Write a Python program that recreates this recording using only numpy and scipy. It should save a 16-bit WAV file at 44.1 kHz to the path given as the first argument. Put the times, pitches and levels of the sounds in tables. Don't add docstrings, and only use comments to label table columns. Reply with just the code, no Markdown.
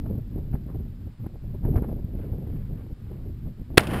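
import sys
import numpy as np
from scipy import signal
from scipy.fft import rfft, irfft
from scipy.io import wavfile
from scipy.ndimage import uniform_filter1d

SR = 44100
rng = np.random.default_rng(int(sys.argv[2]) if len(sys.argv) > 2 else 0)


def write(x):
    x = np.atleast_2d(x).T
    wavfile.write(sys.argv[1], SR, np.round(np.clip(x, -1, 1) * 32767).astype(np.int16))


N = 176400

# frequency in Hz, relative density in dB.
HISS_SPECTRUM = [(100, 1), (700, 2.5), (1500, 0), (3000, -5.5), (5000, -9), (6000, -17)]
RUSTLE_SPECTRUM = [(300, -9), (900, 2.5), (2200, -6.5), (3500, -16), (6000, -38)]
RUMBLE_SPECTRUM = [(28, -1), (105, -1.5), (160, -7.5), (240, -14), (350, -25.5), (600, -45)]
FLUTTER_SPECTRUM = [(120, -13), (250, -1.5), (370, -5), (520, -12), (800, -24), (1300, -44.5),
                    (2500, -53.5), (5000, -64)]
BUFFET_SPECTRUM = [(150, 14), (400, 9), (800, 1.5), (1500, -10), (2400, -20.5), (5000, -49)]
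CRACK_SPECTRUM = [(150, -32), (450, 13.5), (750, 0), (1150, -3), (1550, 12), (2400, 1), (4000, -2.5),
                  (5500, -13.5)]
BOOM_SPECTRUM = [(30, -12), (70, -2.5), (130, -0.5), (250, -8), (450, -11.5), (700, -25), (1500, -41)]
RATTLE_SPECTRUM = [(250, -38), (600, 9.5), (1000, 5), (1600, 3), (2300, -3), (3100, -3.5), (3700, -16.5),
                   (4400, -16), (5600, -21)]
BRIGHT_SPECTRUM = [(300, 7), (1000, 10), (2500, 19), (4000, 14.5), (5500, 14)]

# centre in seconds, half length in seconds, level in dB.
RUSTLES = [(2.23, 0.041, -61), (2.56, 0.091, -64), (2.8, 0.026, -62.5), (3.11, 0.088, -67)]
# time in seconds, rumble level in dB, flutter level in dB.
GUSTS = [(0.0, -30, -50.5), (0.185, -28, -39), (0.21, -32.5, -58), (0.31, -35.5, -58), (0.36, -28.5, -41),
         (0.42, -31, -50.5), (0.49, -32.5, -52), (0.54, -24.5, -44.5), (0.58, -34.5, -54), (0.73, -35, -61),
         (0.75, -29, -35), (0.78, -29, -51.5), (0.98, -38.5, -67), (1.075, -32.5, -52), (1.11, -40, -75),
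         (1.175, -52.5, -73), (1.205, -31, -60.5), (1.265, -34.5, -40), (1.285, -43.5, -63),
         (1.36, -35, -55), (1.395, -41, -69), (1.45, -31.5, -54), (1.49, -31.5, -58.5), (1.55, -31.5, -48),
         (1.605, -34.5, -60), (1.65, -23, -34), (1.74, -24.5, -37), (1.77, -22.5, -41), (1.85, -33, -41),
         (1.915, -30, -36), (1.95, -28.5, -49), (2.08, -36.5, -51.5), (2.16, -28, -49), (2.25, -34, -49.5),
         (2.36, -30, -39.5), (2.41, -34.5, -45.5), (2.53, -29, -47), (2.69, -32, -61.5), (2.73, -29, -42),
         (2.77, -34.5, -54.5), (2.89, -38.5, -52), (2.93, -36, -48.5), (2.95, -48, -70), (3.04, -35.5, -58),
         (3.12, -35, -47.5), (3.18, -36, -56.5), (3.295, -31.5, -49.5), (3.41, -37.5, -87),
         (3.46, -28.5, -50), (3.56, -44.5, -69.5), (3.62, -30, -41.5), (3.64, -43, -67), (3.69, -39.5, -71),
         (3.715, -30.5, -45), (3.76, -36.5, -49)]
# centre in seconds, half length in seconds, level in dB.
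BUFFETS = [(.064, 0.0064, -43.5), (.539, 0.0054, -36), (.555, 0.0036, -36), (.705, 0.018, -47),
           (1.246, 0.0032, -45), (1.266, 0.0037, -38), (1.651, 0.0081, -35.5), (1.760, 0.0028, -28.5),
           (1.778, 0.0077, -31.5), (1.842, 0.016, -38), (1.892, 0.005, -41), (3.468, 0.0052, -49)]
# centre in seconds, half length in seconds, peak in dB.
EDDY_SLAPS = [(0.112, 0.00067, -25), (.361, 0.00094, -22), (.543, 0.0014, -21), (.666, 0.00088, -30.5),
              (1.267, 0.0012, -23), (1.358, 0.00045, -38.5), (1.654, 0.0012, -17), (1.708, 0.0021, -19.5),
              (1.766, 0.0029, -11.5), (1.823, 0.00086, -17.5), (1.916, 0.00068, -26.5),
              (2.047, 0.002, -19.5), (2.323, 0.0023, -22), (2.385, 0.00085, -30), (2.734, 0.00098, -30.5),
              (2.866, 0.00056, -37), (2.929, 0.0019, -23), (3.704, 0.00044, -37)]
# start in seconds, decay in seconds, level in dB.
GUST_TICK = (1.7652, 0.00046, -44)
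# start in seconds, decay in seconds, level before low-pass in dB, cutoff in Hz.
BUSH_ECHOES = [(3.794, 0.0024, -18, 3100), (3.805, 0.0047, -32, 5970), (3.833, 0.0085, -40.5, 5000),
               (3.8702, 0.0053, -33.5, 4800)]
# time in seconds, boom level in dB, rattle level in dB.
WOODS_ECHO = [(3.78, -36, -34), (3.81, -26, -36.5), (3.845, -37, -41), (3.89, -26.5, -42),
              (3.908, -30.5, -36.5), (3.928, -25.5, -37.5), (3.942, -27, -32.5), (3.965, -25.5, -34.5),
              (4.0, -34, -37)]
# start, push length, suction length, all in seconds.
PRESSURE_FRONTS = [(3.7771, .0015, .0011), (3.7797, .0010, .0013)]

SHOT_S = PRESSURE_FRONTS[0][0]


def undb(db):
    return 10 ** (np.asarray(db) / 20)


def time_s():
    return np.arange(N) / SR


def level_curve(table, column):
    rows = np.array(table)
    return undb(np.interp(time_s(), rows[:, 0], rows[:, column]))


def colour(x, spectrum):
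    hz, db = np.array(spectrum).T
    bins_hz = np.maximum(np.fft.rfftfreq(N, 1 / SR), 1)
    gain = undb(np.interp(np.log(bins_hz), np.log(hz), db))
    skirts = np.minimum(bins_hz / hz[0], 1) * np.minimum(hz[-1] / bins_hz, 1) ** 2
    shaped = irfft(rfft(x) * gain * skirts, N)
    return shaped / shaped.std()


def noise(spectrum):
    return colour(rng.standard_normal(N), spectrum)


def steady_noise(spectrum, span_s):
    raw = noise(spectrum)
    size = int(span_s * SR)
    power = uniform_filter1d(uniform_filter1d(raw ** 2, size), size)
    return raw / np.sqrt(power + 1e-9)


def flicker(rate_hz, depth_db):
    knots = rng.standard_normal(4096)
    return undb(depth_db * np.interp(time_s() * rate_hz, np.arange(len(knots)), knots))


def swells(table):
    return sum(undb(db) * np.exp(-.5 * ((time_s() - at_s) / half_s) ** 2) for at_s, half_s, db in table)


def burst(start_s, decay_s, rise_s=0.00027):
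    age_s = time_s() - start_s
    return np.clip(age_s / rise_s, 0, 1) * np.exp(-np.maximum(age_s - rise_s, 0) / decay_s)


def lobe(start_s, length_s):
    progress = np.clip((time_s() - start_s) / length_s, 0, 1)
    return np.abs(np.sin(np.pi * progress)) ** .5


def scrub():
    hiss = noise(HISS_SPECTRUM) * undb(-66)
    rustle = noise(RUSTLE_SPECTRUM) * swells(RUSTLES) * flicker(rate_hz=120, depth_db=3)
    return hiss + rustle


def wind():
    rumble = steady_noise(RUMBLE_SPECTRUM, span_s=0.027) * level_curve(GUSTS, column=1)
    flutter = steady_noise(FLUTTER_SPECTRUM, span_s=0.015) * level_curve(GUSTS, column=2)
    flutter *= undb(1.5) * flicker(rate_hz=70, depth_db=5)
    buffets = noise(BUFFET_SPECTRUM) * swells(BUFFETS) * flicker(rate_hz=250, depth_db=3)
    return rumble + flutter + buffets


def eddy_slaps():
    swings = 0
    for centre_s, half_s, peak_db in EDDY_SLAPS:
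        offset = (time_s() - centre_s) / half_s
        swings += undb(peak_db) * 2 * offset * np.exp(1 - np.sqrt(1 + 2 * offset ** 2))
    start_s, decay_s, tick_db = GUST_TICK
    tick = noise(BRIGHT_SPECTRUM) * undb(tick_db) * burst(start_s, decay_s, rise_s=0.0004)
    return swings + tick


def echoes():
    ground = noise(RATTLE_SPECTRUM) * undb(-22) * burst(SHOT_S, decay_s=0.016)
    bushes = 0
    for start_s, decay_s, level_db, cutoff_hz in BUSH_ECHOES:
        lowpass = signal.butter(4, cutoff_hz, fs=SR, output="sos")
        scatter = signal.sosfilt(lowpass, noise(BRIGHT_SPECTRUM))
        bushes += scatter * undb(level_db) * burst(start_s, decay_s)
    grain_db, density = 2.5, 0.5
    trunks = rng.standard_normal(N) * undb(grain_db * rng.exponential(size=N))
    trunks *= rng.random(N) < density
    boom = steady_noise(BOOM_SPECTRUM, span_s=0.012) * level_curve(WOODS_ECHO, column=1)
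    rattle = colour(trunks, RATTLE_SPECTRUM) * level_curve(WOODS_ECHO, column=2)
    return ground + bushes + (boom + rattle) * (time_s() > SHOT_S)


def shotgun():
    pellets_s, pellet_rise_s = 3.7729, 0.0004
    pellet_db, push_db, suction_db, crack_db = -15, 4.5, 1.5, 3
    crackle = steady_noise(CRACK_SPECTRUM, span_s=0.001)
    pellet_gate = np.clip((time_s() - pellets_s) / pellet_rise_s, 0, 1) * (time_s() < SHOT_S)
    pressure = undb(pellet_db) * crackle * pellet_gate
    for start_s, push_s, suction_s in PRESSURE_FRONTS:
        pressure += undb(push_db) * lobe(start_s, push_s)
        pressure += undb(crack_db) * crackle * burst(start_s, decay_s=0.0011, rise_s=push_s)
        pressure -= undb(suction_db) * lobe(start_s + push_s, suction_s)
    return pressure


def scene():
    blast = shotgun()
    clipped_power = uniform_filter1d(np.clip(blast, -1, 1) ** 2, size=128)
    overload = np.sqrt(np.abs(clipped_power))
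    side = noise(BRIGHT_SPECTRUM) * (undb(-79.5) + undb(-26.5) * overload)
    mid = wind() + eddy_slaps() + scrub() + blast + echoes()
    return mid + side * np.array([[1], [-1]])


def record(dry):
    band_hz, mirror_hz, fade_hz, top_hz = 5900, 12000, 12070, 15900
    input_limit, output_limit = 1.07, 0.97
    band_lowpass = signal.butter(12, band_hz, fs=SR, output="sos")
    band = signal.sosfilt(band_lowpass, np.clip(dry, -input_limit, input_limit))
    step_error = np.gradient(band, axis=1) * SR / (np.pi * mirror_hz)
    sidebands = step_error * np.sin(2 * np.pi * mirror_hz * time_s())
    mirror = signal.sosfilt(signal.butter(2, fade_hz, fs=SR, output="sos"), sidebands)
    clipped = np.clip(band + undb(3) * mirror, -output_limit, output_limit)
    top_lowpass = signal.firwin(121, top_hz, fs=SR)
    return signal.convolve(clipped, top_lowpass[None], mode="same")


dry = scene()
out = record(dry)
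write(out)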